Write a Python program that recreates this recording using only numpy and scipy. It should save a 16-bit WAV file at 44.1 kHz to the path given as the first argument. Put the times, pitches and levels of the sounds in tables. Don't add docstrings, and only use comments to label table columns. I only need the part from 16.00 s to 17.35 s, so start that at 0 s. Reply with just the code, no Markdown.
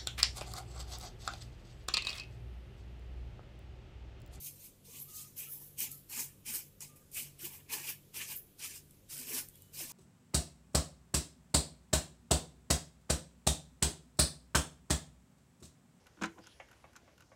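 import sys
import numpy as np
from scipy import signal
from scipy.fft import rfft, irfft
from scipy.io import wavfile
from scipy.ndimage import uniform_filter1d

SR = 44100
rng = np.random.default_rng(int(sys.argv[2]) if len(sys.argv) > 2 else 0)


def unload_wav(signal):
    wavfile.write(
        sys.argv[1],
        SR,
        np.round(np.clip(np.atleast_2d(signal).T, -1, 1) * 32767).astype(np.int16),
    )


def nominal_scale(level):
    x = np.asarray(level, float) / 20
    return 10 ** x


N = 59535

# pitch_hz, level_db
ROOM_COLOUR = [(25, -7), (75, 0.5), (200, -7), (550, -11), (830, -15.5), (1170, -20), (1710, -18),
               (4000, -25.5), (5800, -22.5), (8000, -27.5), (10000, -32), (15600, -37.5)]
# time_s, level_db
ROOM_SWELL = [(0, -2), (.3, 0), (.45, -1), (.7, 0), (1.0, -1), (1.35, -2.5)]
ROOM_DB, FLICKER_DB = -64, 2.5

# pitch_hz, level_db, t60_s
CASE_MODES = [(88.5, -9, 0.11), (176, -13.5, 0.3), (210.7, -6.5, 0.21), (265.3, -3.5, 0.072),
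              (285.7, -0.5, 0.13), (332.5, -7, 0.31), (476, -6.5, 0.075), (777, -11, 0.088),
              (1019, -16, 0.21), (1310, -8, 0.037), (1392, -2, 0.077), (1488, 4, 0.057), (1694, -3, 0.033),
              (2630, -19, 0.024)]
# pitch_hz, level_db; then their t60_s at 1 kHz
CASE_DENSE = [(400, -25), (1000, -8), (1600, -11), (2500, -7), (3700, -11.5), (4500, -28)]
CASE_DENSE_T60_S = 0.075
# pitch_hz, level_db, t60_s
WORKS_MODES = [(4025, -11.5, 0.074), (5270, -1.5, 0.014), (6420, -8, 0.022), (7110, -26, 0.019),
               (10050, -25.5, .07)]
# pitch_hz, level_db; then their t60_s at 1 kHz
WORKS_DENSE = [(3500, -17.5), (5000, -13.5), (7000, -6), (8500, -16), (10500, -26), (15500, -26)]
WORKS_DENSE_T60_S = 0.091
# pitch_hz, level_db, t60_s
PALLET_MODES = [(2815, 10.5, .05), (10600, 3, 0.053), (11500, -2, 0.062)]
# pitch_hz, level_db; then their t60_s at 1 kHz
PALLET_DENSE = [(8000, -16), (12000, 0.5), (15500, -7)]
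PALLET_DENSE_T60_S = 0.067
# pitch_hz, level_db, t60_s
KNOCK_MODES = [(346.6, -12, 0.66), (561.3, 5.5, 0.079), (651, 5.5, 0.16), (839, 7, 0.037), (1137, 4, 0.06),
               (2196, 0, 0.065), (2360, 3, 0.048), (6250, -20, .03)]
# pitch_hz, level_db; then their t60_s at 1 kHz
KNOCK_DENSE = [(300, -21.5), (600, -15), (1200, -5), (2200, 0.5), (3200, -1.5), (4500, -31), (7000, -5.5)]
KNOCK_DENSE_T60_S = 0.055

# start_s, case_db, metal_db, unlock_db, rebound_db
TICKS = [(0.0677, -62, -62.5, -30, -30), (0.4695, -59.5, -56, -8, -16), (0.7132, -63.5, -65, -4, 1),
         (0.9626, -56.5, -53, -11.5, -17), (1.2057, -64.5, -61.5, -2, 0.5)]
# lead_s, lead_s
UNLOCK_LEAD_S = (.0272, .031)
# delay_s, added metal_db
IMPULSE = (-.008, -11)
REBOUND = (.016, -5.5)
IMPULSE_DB, UNLOCK_METAL_DB, TICK_BASS_DB = -3.5, -3.5, -12.5
SNAP_DB, SNAP_UNLOCK_DB = -71.5, -8
OLD_SNAP_DB = -2.5

# start_s, case_bass_db, case_mid_db, metal_db
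BLOWS = [(0.171, -56.5, -66.5, -91), (0.188, -52.5, -66.5, -77), (0.2129, -33.5, -47.5, -58),
         (.2180, -37, -50, -47.5), (0.2219, -45, -41, -46), (.2350, -34.5, -36, -42.5),
         (0.2403, -43, -37.5, -45), (0.244, -43, -44.5, -51), (.2490, -53, -51, -53),
         (.2562, -46, -53.5, -45.5), (0.266, -58, -54, -67), (0.382, -54.5, -62.5, -77),
         (.388, -59, -72, -67)]
# start_s, pitch_hz, level_db, t60_s
BUMPS = [(.355, 350, -60, 0.066), (.358, 950, -61, 0.08), (.372, 744, -56, 0.14),
         (.376, 1016, -51.5, 0.064), (.390, 493, -53, .08), (.400, 600, -55.5, 0.045),
         (.412, 121, -54.5, 0.065), (.540, 88, -50, 0.052)]
BUMP_SPREAD = 0.117

# pitch_hz, width_hz of each of two passes, level_db at the peak,
# centre_s, spread_s from the peak to 1/e of it
RUSTLE = [(4930, 760, -68, 0.44, 0.028), (4100, 950, -69.5, 0.52, 0.018), (3180, 840, -68.5, 0.5, 0.078),
          (5140, 2600, -74, 0.54, 0.079), (10030, 1700, -75.5, 0.528, 0.084)]
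# start_s, level_db, contact_ms
KNOCKS = [(0.5991, -55, 0.075), (0.8413, -60.5, 0.36), (1.0770, -67, 0.53), (1.3171, -64, 0.56)]
KNOCK_SPACING_S = .004

SCATTER_DB = 1.2
BASS_TOP_HZ = 600
ECHO_DB, ECHO_T60_S, ECHO_TOP_HZ = -16.5, 0.2, 4300
KNOCK_ECHO_DB = 1
MIC_BASS_HZ = 47


def walk(rate):
    hold = int(SR / rate)
    steps = np.repeat(rng.standard_normal(N // hold + 1), hold)
    slewed = uniform_filter1d(uniform_filter1d(steps, hold), hold)
    return 1.06 * slewed[:N]


def room_tone():
    f = np.maximum(np.fft.rfftfreq(N, 1 / SR), 1)
    hz_points, db_points = np.array(ROOM_COLOUR).T
    colour = nominal_scale(np.interp(np.log(f), np.log(hz_points), db_points))
    out = 0
    for hz in 20 * 2 ** np.arange(0, 10, .5):
        share = np.maximum(1 - 2 * np.abs(np.log2(f / hz)), 0) ** .5
        flicker = nominal_scale(FLICKER_DB * walk(12.04))
        out = out + flicker * irfft(rfft(rng.standard_normal(N)) * colour * share, N)
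    swell_db = np.interp(np.arange(N) / SR, *np.array(ROOM_SWELL).T)
    return out / out.std() * nominal_scale(ROOM_DB + swell_db)


def add(out, start, sound):
    i = int(start * SR)
    out[i:i + len(sound)] += sound[:N - i]


def dense(strength, t60_s, count=50):
    hz_points, db_points = np.array(strength).T
    place = (np.arange(count) + rng.random(count)) / count
    hz = hz_points[0] * (hz_points[-1] / hz_points[0]) ** place
    mode_db = np.interp(np.log(hz), np.log(hz_points), db_points)
    return list(zip(hz, mode_db, t60_s * (1000 / hz) ** .5))


def strike(modes, small, db, bass_db=None, contact_ms=0., onset_s=0.00069):
    hz, mode_db, t60 = np.array(modes + small).T[:, :, None]
    t = np.arange(SR // 5) / SR
    if bass_db is not None:
        db = db + (bass_db - db) / (1 + (hz / BASS_TOP_HZ) ** 4)
    scatter_db = SCATTER_DB * rng.standard_normal(hz.shape)
    gain = nominal_scale(db + mode_db + scatter_db) / (1 + (hz * contact_ms / 1000) ** 2)
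    k = np.arange(len(hz))[:, None]
    turns = np.where(k < len(modes), k / 2, rng.random(hz.shape))
    ring = np.exp((2j * np.pi * hz - np.log(1000) / t60) / SR) * np.ones(len(t))
    ring[:, :1] = gain * np.exp(2j * np.pi * turns)
    ringing = np.cumprod(ring, axis=1).sum(axis=0).imag
    onset = 1 - np.exp(-t / onset_s)
    fade = np.cos(t / t[-1] * np.pi / 2)
    return ringing * onset * fade


def case(db, bass_db):
    return strike(CASE_MODES, dense(CASE_DENSE, CASE_DENSE_T60_S), db, bass_db)


def metal(db):
    return strike(WORKS_MODES, dense(WORKS_DENSE, WORKS_DENSE_T60_S), db, onset_s=0.000094)


def pallet_snap(db):
    small = dense(PALLET_DENSE, PALLET_DENSE_T60_S, count=20)
    return strike(PALLET_MODES, small, db, onset_s=0.00016)


def escapement():
    out = np.zeros(N)
    for k, (s, case_db, metal_db, unlock_db, rebound_db) in enumerate(TICKS):
        lead = -UNLOCK_LEAD_S[k % 2]
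        unlock, drop = (lead, UNLOCK_METAL_DB), (0, 0)
        parts = [(unlock, unlock_db), (IMPULSE, IMPULSE_DB), (drop, 0), (REBOUND, rebound_db)]
        for (delay, extra_metal_db), db in parts:
            body = case(case_db + db, case_db + db + TICK_BASS_DB)
            add(out, s + delay, body + metal(metal_db + extra_metal_db + db))
        snap_db = SNAP_DB + (OLD_SNAP_DB if k == 0 else 0)
        for delay, db in [(lead, SNAP_UNLOCK_DB), (0, 0)]:
            add(out, s + delay, pallet_snap(snap_db + db))
    return out


def button():
    out = np.zeros(N)
    for s, bass_db, mid_db, metal_db in BLOWS:
        add(out, s, case(mid_db, bass_db) + metal(metal_db))
    for s, hz, db, t60 in BUMPS:
        modes = [(hz, 0, t60), (hz * (1 + BUMP_SPREAD), -6, t60), (hz * (1 - BUMP_SPREAD), -6, t60)]
        add(out, s, strike(modes, [], db, onset_s=0.0034))
    return out


def band(x, hz, width):
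    return signal.lfilter(*signal.iirpeak(hz, hz / width, fs=SR), x)


def rustle():
    t, out = np.arange(N) / SR, 0
    for hz, width, db, centre, spread in RUSTLE:
        noise = band(band(rng.standard_normal(N), hz, width), hz, width)
        flicker = nominal_scale(db + 1.5 * walk(60))
        swell = np.exp(-((t - centre) / spread) ** 2)
        out = out + flicker * swell * noise / noise.std()
    return out


def knocks():
    out = np.zeros(N)
    for s, db, contact_ms in KNOCKS:
        for k, fall_db in enumerate((0, -3, -8)):
            small = dense(KNOCK_DENSE, KNOCK_DENSE_T60_S)
            blow = strike(KNOCK_MODES, small, db + fall_db, contact_ms=contact_ms, onset_s=0.00024)
            add(out, s + k * KNOCK_SPACING_S, blow)
    return out


def room_echo(source):
    t = np.arange(SR // 2) / SR
    decay = np.exp(-np.log(1000) * t / ECHO_T60_S)
    tail = rng.standard_normal(len(t)) * decay * (t > .004)
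    tail = signal.lfilter(*signal.butter(1, ECHO_TOP_HZ, fs=SR), tail)
    unit_tail = tail / np.sqrt(np.sum(tail ** 2))
    return nominal_scale(ECHO_DB) * signal.fftconvolve(source, unit_tail)[:N]


def scene():
    far = knocks()
    clock = button() + escapement() + far
    echo = room_echo(clock + nominal_scale(KNOCK_ECHO_DB) * far)
    return (clock + echo + rustle() + room_tone())[None]


def top_cut(x):
    return signal.sosfilt(signal.butter(12, 15700, fs=SR, output="sos"), x)


def record(dry):
    bass_cut = signal.butter(6, MIC_BASS_HZ, "high", fs=SR, output="sos")
    mix = signal.sosfilt(bass_cut, dry)
    return top_cut(mix)


dry = scene()
out = record(dry)
unload_wav(out)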